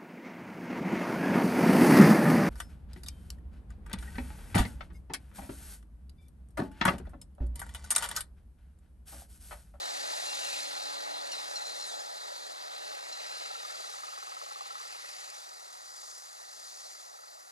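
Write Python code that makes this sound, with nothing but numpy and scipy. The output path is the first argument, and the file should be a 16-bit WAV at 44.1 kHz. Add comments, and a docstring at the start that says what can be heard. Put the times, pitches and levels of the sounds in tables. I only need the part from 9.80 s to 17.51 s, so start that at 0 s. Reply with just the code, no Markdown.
"""Open fields: a train rolls away, its wheel roar and rail hiss fading as shaped noise over thin air.
A low hum of three wavering sines fades with it; a bird calls in falling stacks of harmonics, some trilled.
A small engine ticks over about 21 times a second: a pop of decaying rings and two noise ticks a turn.
Metal clinks ring briefly; a close pair of microphone ports turns the bass out of phase."""
import sys
import numpy as np
from scipy import signal
from scipy.fft import rfft, irfft, next_fast_len
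from scipy.io import wavfile
from scipy.ndimage import uniform_filter1d

SR = 44100
rng = np.random.default_rng(int(sys.argv[2]) if len(sys.argv) > 2 else 0)


def file_out(sig):
    """Save sig as 16-bit WAV at sys.argv[1]."""
    # one column per channel
    cols = np.atleast_2d(sig).T
    # limit, then scale
    lim = np.clip(cols, -1, 1)
    pcm = np.round(lim * 32767).astype(np.int16)
    wavfile.write(sys.argv[1], SR, pcm)


N = 340011
FRAME, HOP = 512, 128  # short-time spectra, samples
BINS, FRAMES = FRAME // 2 + 1, N // HOP + 5

# Open air, steady: f/Hz, density/dB per Hz
AIR_SPECTRUM = [(60, -9), (170, -4), (300, -4), (3000, -30), (8000, -10), (11000, 0), (13000, -4),
                (15800, -14)]
AIR_LEVEL_DB = -69
# Train layers: t/s, roar level/dB, rush level/dB, hiss level/dB, sizzle level/dB
TRAIN_LEVELS_DB = [(0, -39.8, -47.7, -44.6, -44.6), (.35, -40.5, -47, -42.4, -43.2),
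                   (.72, -41, -42.5, -41.5, -42), (.95, -41.7, -48.5, -43, -46),
                   (1.25, -41.6, -50, -45, -49), (1.45, -42, -51, -46.5, -49),
                   (1.55, -42, -48, -45.5, -46.5), (1.75, -42.5, -52, -47.3, -48.5),
                   (2.1, -43.3, -54.5, -47.7, -48.3), (2.3, -44.5, -57.3, -49.3, -50.7),
                   (2.65, -44.4, -56.5, -48.7, -51.5), (2.9, -44.3, -53.5, -48.5, -52),
                   (3.2, -44.7, -52.5, -49.5, -51.3), (3.4, -45, -50.5, -49, -50.5),
                   (3.65, -45.3, -50.5, -49, -50.3), (3.85, -46.5, -51.5, -49.5, -50.8),
                   (4.1, -48, -53, -49, -48.6), (4.3, -48.7, -52.5, -53.2, -51),
                   (4.85, -49.8, -53.6, -52.7, -52.7), (5.4, -50.8, -52.5, -53.3, -49.3),
                   (5.72, -52.8, -61.2, -57.5, -54.3), (5.95, -53.5, -62.5, -57, -53.5),
                   (6.2, -53.5, -62.5, -57.5, -50.5), (6.4, -53.5, -63, -58.3, -50.3),
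                   (6.5, -54, -63.6, -58, -52.5), (6.7, -54, -63.4, -58.3, -53),
                   (6.83, -53.4, -62, -57.2, -50.3), (7.05, -53.4, -62.2, -57.4, -50.6),
                   (7.4, -54.7, -66, -61.5, -56.2), (7.7, -57.2, -67.4, -63.7, -57)]
# Rolling roar: f/Hz, density/dB per Hz
ROAR_SPECTRUM = [(40, -40), (120, -66), (220, -33), (300, -16), (450, -6.5), (600, -.5), (700, .5),
                 (800, .5), (1000, -6), (1250, -6), (1600, -9), (2000, -10), (2400, -26), (3500, -70)]
# Wheel rush: f/Hz, density/dB per Hz
RUSH_SPECTRUM = [(700, -70), (1300, -6), (1600, -2), (2000, -1), (2400, -1.5), (2800, -1), (3100, -6),
                 (3500, -10), (5500, -70)]
# Rail hiss: f/Hz, density/dB per Hz
HISS_SPECTRUM = [(2500, -70), (3100, -18), (3350, -7), (3600, -4), (3900, -2), (4100, 1.5), (4350, -5),
                 (5200, -12), (9000, -70)]
# High sizzle: f/Hz, density/dB per Hz
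SIZZLE_SPECTRUM = [(2800, -70), (4000, -12), (4550, -6), (4750, -4), (4980, -5), (5600, -5.7), (7000, -6.5),
                   (7700, -8.5), (8200, -14), (9500, -11.7), (11000, -18.7), (13000, -26), (15800, -39)]
# Narrow singing band of the rails: f/Hz, density/dB per Hz
SINGING_SPECTRUM = [(3800, -60), (4400, -7), (4750, 0), (5050, -6), (5800, -60)]
# Singing band: t/s, level/dB
SINGING_LEVELS_DB = [(0, -53), (.6, -51.5), (1.2, -56), (2.3, -57), (3.1, -59), (3.4, -54), (3.8, -52),
                     (3.98, -52.5), (4.1, -56), (4.3, -56), (5.3, -56), (5.75, -61), (6.05, -62),
                     (6.25, -57), (6.6, -61), (6.9, -57), (7.2, -61), (7.7, -64)]
# Swells of brighter hiss late in the pass: f/Hz, density/dB per Hz
SWELL_SPECTRUM = [(3600, -60), (4300, -9), (5400, -4), (6300, 0), (7300, -2), (8000, -12), (11000, -40)]
# Swells: t/s, level/dB
SWELL_LEVELS_DB = [(0, -70), (3.9, -68), (4.15, -60), (4.5, -66), (5.9, -66), (6.1, -61), (6.3, -57),
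                   (6.45, -65), (6.75, -65), (6.95, -58), (7.25, -62), (7.7, -72)]
# Engine drone: f/Hz, density/dB per Hz
DRONE_SPECTRUM = [(250, -60), (500, -22), (800, 1), (1000, -7), (1250, 1), (1500, -9), (2000, -4),
                  (2400, -22), (3500, -70)]
# Engine drone: t/s, level/dB
DRONE_LEVELS_DB = [(0, -46.5), (1.5, -50), (2.5, -54), (3.5, -50.5), (4.5, -51.5), (5.5, -53), (6.5, -53.5),
                   (7.8, -57)]

# Hum harmonics before waver and fade: f/Hz, rms level/dB
HUM_TONES = [(280, -60), (560, -54), (840, -48.5)]
# Hum fade: t/s, gain/dB
HUM_FADE_DB = [(0, 0), (1.3, -2), (2.4, -8), (2.7, -14), (4, -20), (7.8, -30)]

# Bird notes: start t/s, length/s, starting fundamental f/Hz, fall/Hz, bend of fall (1 = straight),
# 3rd harmonic peak level/dB, loudest at (share of note 0-1), 2nd re 3rd/dB, 4th re 3rd/dB,
# step to each higher harmonic/dB, trill rate/Hz (0 = none)
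BIRD_NOTES = [(.455, .09, 1378, -10, 1, -50.3, .7, 7, -9, -9, 0),
              (.612, .078, 1390, 5, 1, -51, .7, 7, -9, -9, 65),
              (.693, .09, 1350, 190, 1.3, -51.5, .1, 7, -6, -1, 70),
              (1.516, .04, 1445, 215, 2, -36.5, .05, -4, -1, -7, 0),
              (1.572, .023, 1350, 10, 1, -43, .4, -25, -9, -9, 0),
              (1.755, .033, 1415, 110, 2.6, -35.5, .6, -17, -3, -5, 0),
              (1.79, .05, 1350, -5, 1, -50, .5, -23, -9, -6, 67),
              (1.846, .078, 1368, -15, 1, -42.5, .6, -23, -6, -4, 67),
              (1.993, .069, 1400, 40, 1, -41, .7, -22, -3, -5, 73),
              (2.065, .082, 1335, 240, 1.3, -45.5, .25, -14, 0, -1.5, 0),
              (2.135, .05, 1350, 40, 1, -48, .3, -15, -9, -9, 60),
              (2.19, .018, 1640, -70, .6, -36.5, .7, -14, -12, -10, 0),
              (2.208, .012, 1710, 90, 1.5, -38, .1, -14, -16, -10, 0),
              (3.323, .027, 1390, 50, 1.5, -39, .2, -9, -2, -10, 0),
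              (3.385, .025, 1390, 60, 1, -45, .5, -15, -10, -8, 0),
              (3.45, .29, 1370, 40, 1, -49.5, .5, -9, -8, -8, 70),
              (3.74, .12, 1330, 170, 1.4, -53, .2, -3, -9, -9, 70)]
# Fixed valleys of the bird's throat: f/Hz, gain/dB
THROAT_DB = [(4300, 0), (4900, -5), (5350, -7), (5600, 0), (7800, 0), (8600, -3), (9200, -4), (10000, 1)]
# Faint rising whistle: start t/s, length/s, from f/Hz, to f/Hz, peak level/dB
WHISTLE_SLIDE = (2.168, .052, 1500, 1720, -45)
HARMONICS = 7  # 2nd to 8th
START_DB, END_DB = -4, -6  # note ends re peak
FLUTTER_DB, FLUTTER_S = 2.2, .005  # rms and smoothing, own to each harmonic
DULLING_DB = -2.2  # added to each upward step by the end of a note
TRILL_DEPTH = .97

# Clinks: t/s, level/dB, f/Hz
CLINK_TAPS = [(0.1376, -33, 4050), (0.6034, -35, 4400), (0.6863, -33, 4920), (0.748, -33, 4800),
              (0.8295, -32, 6320), (0.9991, -33, 4650), (1.4726, -37, 4140)]

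# Engine speed: t/s, turn rate/Hz
TURN_RATES_HZ = [(0, 22.52), (.57, 20.97), (1.34, 20.31), (2.03, 20.49), (2.32, 18.99), (3.52, 20.52),
                 (4.49, 21.07), (4.98, 20.32), (5.36, 21.57), (5.88, 20.86), (6.59, 22.49), (7.16, 20.67),
                 (7.72, 22.53)]
# Engine, nominal: t/s, pop level/dB, first tick level/dB, second tick level/dB
ENGINE_LEVELS_DB = [(0, -46, -56, -52), (.3, -45, -49, -45), (.9, -45, -49, -45), (1.2, -45, -58, -56),
                    (2.4, -44, -58, -56), (3.3, -41, -55, -55), (3.75, -35, -53, -55),
                    (4.05, -35.5, -51, -55), (4.25, -37.5, -52, -54), (4.45, -35, -53, -54),
                    (4.9, -35, -55, -53), (5.1, -37.5, -58, -54), (5.5, -46, -60, -55),
                    (6.5, -49, -61, -56), (7.4, -44, -62, -58), (7.8, -50, -65, -62)]
# Rings of a pop: f/Hz, delay re turn/s, level re pop/dB, t60/s
POP_RINGS = [(1275, -.002, 1, .055), (1110, -.003, 1, .035), (2000, -.002, -12, .03), (830, .003, -5, .07),
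             (460, .008, -12, .04)]
# Extra gain of the second ring as engine load changes: t/s, gain/dB
SWEEP_GAINS_DB = [(0, -3), (3.5, -8), (4.0, -7), (4.2, 0), (4.8, 1), (5.1, 0), (5.5, -3), (7.8, -6)]
# Ticks: nominal delay after the turn/s
TICK_DELAYS_S = (.0095, .0205)
# Tick noise: f/Hz, density/dB per Hz
TICK_SPECTRUM = [(3000, -30), (4300, -1), (5200, -4), (6500, -1), (7500, 0), (9500, -1), (12000, -10),
                 (15000, -26)]
# Tick bands: f/Hz, width/octaves
TICK_BANDS = [(4300, .15), (5800, .25), (7200, .2), (9500, .2), (12000, .2)]
START_TURNS = 1.38  # made before 0 s
FIRST_TURN, LAST_TURN = 3, 161  # last excluded
PUFF, RING, ECHO = 900, 1800, 5000  # lengths, samples

# Likeness of the ports' noise: f/Hz, correlation 0-1
PORT_LIKENESS = [(100, .9), (200, .99), (800, .997), (1500, .96), (2500, .9), (4000, .93), (6000, .84),
                 (10000, .84), (14000, .66)]
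# Right port lead: f/Hz, phase/rad
RIGHT_LEAD_RAD = [(100, 3.12), (400, 2.94), (800, 2.79), (1500, 2.52), (2500, 2.12), (4000, 1.6),
                  (6000, 1.07), (8000, .86), (10000, .66), (12000, .44), (14500, 0)]
# Left re right port: f/Hz, level/dB
PORT_TILT_DB = [(60, 0.5), (180, 1.5), (550, 0.0), (1650, 0.0), (4970, 1.0), (15000, 2.0)]
EDGE_HZ = 15740


def gain_of(db):
    """Decibels to amplitude gain."""
    return 10 ** (np.asarray(db) / 20)


def evened(x):
    """Scales to rms 1."""
    return x / np.sqrt(np.mean(abs(x) ** 2) + 1e-20)


def read(points, hz):
    """Interpolates a spectrum table over log frequency."""
    f_hz, value = np.transpose(points)
    return np.interp(np.log(hz + 1), np.log(f_hz + 1), value)


def at_time(points, t_s):
    """Interpolates a two-column time table linearly."""
    return np.interp(t_s, *np.transpose(points))


def add(mix, start_s, sound):
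    """Mixes a sound in at a time, cut at the end."""
    part = mix[..., round(start_s * SR):][..., :sound.shape[-1]]
    part += sound[..., :part.shape[-1]]


def noise_pair(shape):
    """Noise at two ports: random short-time spectra sharing a part set by frequency."""
    hz = np.fft.rfftfreq(FRAME, 1 / SR)
    a, b, c, d = rng.standard_normal(size=(FRAMES, BINS, 4)).T
    likeness = np.clip(read(PORT_LIKENESS, hz), 0, 1)[:, None]
    left = a + 1j * b
    right = likeness * left + np.sqrt(1 - likeness ** 2) * (c + 1j * d)
    spectra = shape * np.array([left, right])
    return signal.istft(spectra, nperseg=FRAME, noverlap=FRAME - HOP)[1][:, :N]


def wash(patchy_db=.9, flicker_db=1.6, streak_db=1.3):
    """Air, train and engine drone: noise bands with drifting patches, thin streaks, shared treble flicker."""
    hz = np.fft.rfftfreq(FRAME, 1 / SR)
    t_s = np.arange(FRAMES) * HOP / SR
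    train_s, *train_db = np.transpose(TRAIN_LEVELS_DB)
    roar_db, rush_db, hiss_db, sizzle_db = (np.interp(t_s, train_s, db) for db in train_db)
    layers = [
        (AIR_SPECTRUM, np.full(FRAMES, AIR_LEVEL_DB)),
        (ROAR_SPECTRUM, roar_db),
        (RUSH_SPECTRUM, rush_db),
        (HISS_SPECTRUM, hiss_db),
        (SIZZLE_SPECTRUM, sizzle_db),
        (SINGING_SPECTRUM, at_time(SINGING_LEVELS_DB, t_s)),
        (SWELL_SPECTRUM, at_time(SWELL_LEVELS_DB, t_s)),
        (DRONE_SPECTRUM, at_time(DRONE_LEVELS_DB, t_s)),
    ]
    power = sum(np.outer(evened(gain_of(read(spectrum, hz))), gain_of(db)) ** 2
                for spectrum, db in layers)
    patches = uniform_filter1d(rng.standard_normal((FRAMES, BINS)), size=14, axis=0)
    patches = evened(uniform_filter1d(patches, size=6)).T  # smooth over frequency too
    streaks = evened(uniform_filter1d(rng.standard_normal((FRAMES, BINS)), size=40, axis=0)).T
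    flicker = evened(uniform_filter1d(rng.standard_normal(FRAMES), size=2))
    treble_flicker = np.outer(hz / (hz + 2000), flicker)
    uneven_db = patchy_db * patches + streak_db * streaks + flicker_db * treble_flicker
    field = np.sqrt(power) * gain_of(uneven_db)
    return np.sqrt(power.mean()) * evened(noise_pair(field))


def hum():
    """Three harmonics with one shared phase drift and separate level drifts, fading with the train."""
    t_s = np.arange(N) / SR
    drift, *level_drifts = [evened(uniform_filter1d(rng.standard_normal(N), size=7000))
                            for _ in range(len(HUM_TONES) + 1)]
    tones = np.zeros(N)
    for k, (hz, rms_db) in enumerate(HUM_TONES, 1):
        phase = 2 * np.pi * hz * t_s + .6 * k * drift
        tones += gain_of(rms_db + 2.6 * level_drifts[k - 1]) * np.sin(phase)
    return np.sqrt(2) * tones * gain_of(at_time(HUM_FADE_DB, t_s))


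def whistle(start_s, length_s, from_hz, to_hz, peak_db):
    """One soft sine that slides up."""
    share = np.arange(0, length_s, 1 / SR) / length_s
    angle = 2 * np.pi * np.cumsum(from_hz + (to_hz - from_hz) * share) / SR
    return start_s, gain_of(peak_db) * np.sin(np.pi * share ** 1.5) * np.sin(angle)


def note(start_s, length_s, top_hz, fall_hz, bend, peak_db, loudest,
         second_db, fourth_db, step_db, trill_hz):
    """Gliding harmonics without a fundamental, filtered by the throat; a fast trill may chop them."""
    t_s = np.arange(0, length_s, 1 / SR)
    share = t_s / length_s
    hz = top_hz - fall_hz * share ** bend
    angle = 2 * np.pi * np.cumsum(hz) / SR
    swell_db = peak_db + np.interp(share, (0, np.clip(loudest, 0, 1), 1), (START_DB, 0, END_DB))

    dulling_db = DULLING_DB * share
    steps_up = np.arange(HARMONICS - 2)[:, None]
    above_db = fourth_db + dulling_db + steps_up * (step_db + dulling_db)
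    flat_db = np.zeros(len(t_s))
    harmonic_db = np.vstack([second_db + flat_db, flat_db, above_db])  # re 3rd

    span = round(FLUTTER_S * SR)
    flutter = np.sqrt(span) * uniform_filter1d(rng.standard_normal((HARMONICS, RING)), size=span)
    flutter_db = FLUTTER_DB * np.take(flutter, np.arange(len(t_s)), axis=1, mode="wrap")

    order = np.arange(HARMONICS)[:, None] + 2
    level_db = swell_db + harmonic_db + flutter_db + read(THROAT_DB, order * hz)
    stack = (gain_of(level_db) * np.sin(order * (angle + 1))).sum(0)
    trill = 1 - TRILL_DEPTH * (trill_hz > 1) * np.cos(2 * np.pi * trill_hz * t_s)
    return start_s, stack * trill * signal.windows.tukey(len(t_s), min(1, .004 / length_s))


def bird():
    """Notes and whistle, plus a faint scattered echo from the field: convolution with decaying noise."""
    calls = np.zeros(N)
    for row in BIRD_NOTES:
        add(calls, *note(*row))
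    add(calls, *whistle(*WHISTLE_SLIDE))
    t_s = np.arange(ECHO) / SR
    echo = rng.standard_normal((2, ECHO)) * gain_of(-60 * t_s / .2)
    echo /= np.linalg.norm(echo[0])
    return calls + gain_of(-17) * signal.fftconvolve(calls[None], echo, axes=1)[:, :N]


def ticking():
    """Bands of bright noise from which ticks are cut."""
    hz = np.fft.rfftfreq(FRAME, 1 / SR) + 1
    bands = []
    for f_hz, width_oct in TICK_BANDS:
        band_db = read(TICK_SPECTRUM, hz) - 3 * (np.log2(hz / f_hz) / width_oct) ** 2
        bands.append(noise_pair(gain_of(band_db)[:, None]))
    return evened(np.array(bands)) / 2


def tick(noise, cut_s, t60_s=.032, uneven_db=3.2):
    """A puff of noise: quick rise, fast decay, bands mixed anew each time."""
    t_s = np.arange(PUFF) / SR
    band_gain = gain_of(uneven_db * rng.standard_normal(len(noise)) - uneven_db / 2)[:, None, None]
    puff = (band_gain * noise[..., round(cut_s * SR):][..., :PUFF]).sum(0)
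    return puff * gain_of(-60 * t_s / t60_s) * np.minimum(t_s / .003, 1) ** 2


def clinks():
    """Brighter taps of metal: a noise puff and a short decaying sine."""
    out, noise = np.zeros((2, N)), ticking()
    t_s = np.arange(PUFF) / SR
    for start_s, db, hz in CLINK_TAPS:
        ring = np.sin(2 * np.pi * hz * t_s) * gain_of(-60 * t_s / .04)
        add(out, start_s, gain_of(db) * (.3 * tick(noise, start_s) + .5 * ring))
    return out


def engine():
    """Each turn: a pop of damped rings and two noise ticks, uneven in level; rings vary in pitch, ticks in time."""
    out, noise = np.zeros((2, N)), ticking()
    t_s = np.arange(N) / SR
    turns = START_TURNS + np.cumsum(at_time(TURN_RATES_HZ, t_s)) / SR
    turn_times_s = np.interp(np.arange(FIRST_TURN, LAST_TURN), turns, t_s)
    level_s, *levels_db = np.transpose(ENGINE_LEVELS_DB)

    hz, lag_s, ring_db, t60_s = np.transpose(POP_RINGS)[..., None]
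    first_lag_s = lag_s.min()
    age_s = np.maximum(np.arange(RING) / SR + first_lag_s - lag_s, 0)  # since each ring began
    envelope = (1 - np.exp(-age_s / .0012)) * gain_of(ring_db - 60 * age_s / t60_s)
    is_sweep = np.arange(len(POP_RINGS))[:, None] == 1

    for turn_s in turn_times_s:
        pop_db, *ticks_db = (np.interp(turn_s, level_s, db) for db in levels_db)
        size, detune, phase = rng.standard_normal(size=(len(POP_RINGS), 3)).T[..., None]
        level_db = pop_db + 2.0 * size + is_sweep * at_time(SWEEP_GAINS_DB, turn_s)
        angle = 2 * np.pi * hz * (1 + .022 * detune) * age_s + .3 * phase
        rings = gain_of(level_db) * envelope * np.sin(angle)
        add(out, turn_s + first_lag_s, rings.sum(0))
        for tick_db, delay_s in zip(ticks_db, TICK_DELAYS_S):
            size, late = rng.standard_normal(2)
            start_s = turn_s + delay_s - .0015 + .0008 * late  # early by 1.5 ms on average
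            puff = tick(noise, turn_s - .02 + delay_s)
            add(out, start_s, gain_of(tick_db + 6 + 1.3 * size) * puff)
    return out


def scene():
    """Wash, hum, bird, clinks and engine."""
    return wash() + hum() + bird() + clinks() + engine()


def record(dry):
    """Ports differ in phase and level by frequency; a wind filter cuts the bass; then the band limit."""
    size = next_fast_len(N + 4096)
    hz = np.fft.rfftfreq(size, 1 / SR)
    tilt = gain_of(read(PORT_TILT_DB, hz) / 2)  # half to each port
    ports = np.array([tilt, np.exp(1j * read(RIGHT_LEAD_RAD, hz)) / tilt])
    low_cut = 1 / np.sqrt(1 + (170 / (hz + 1)) ** 8)
    band = np.clip((EDGE_HZ - hz) / 60, 1e-4, 1)
    return irfft(rfft(dry, size) * ports * low_cut * band, size)[:, :N]


dry = scene()
out = record(dry)
file_out(out)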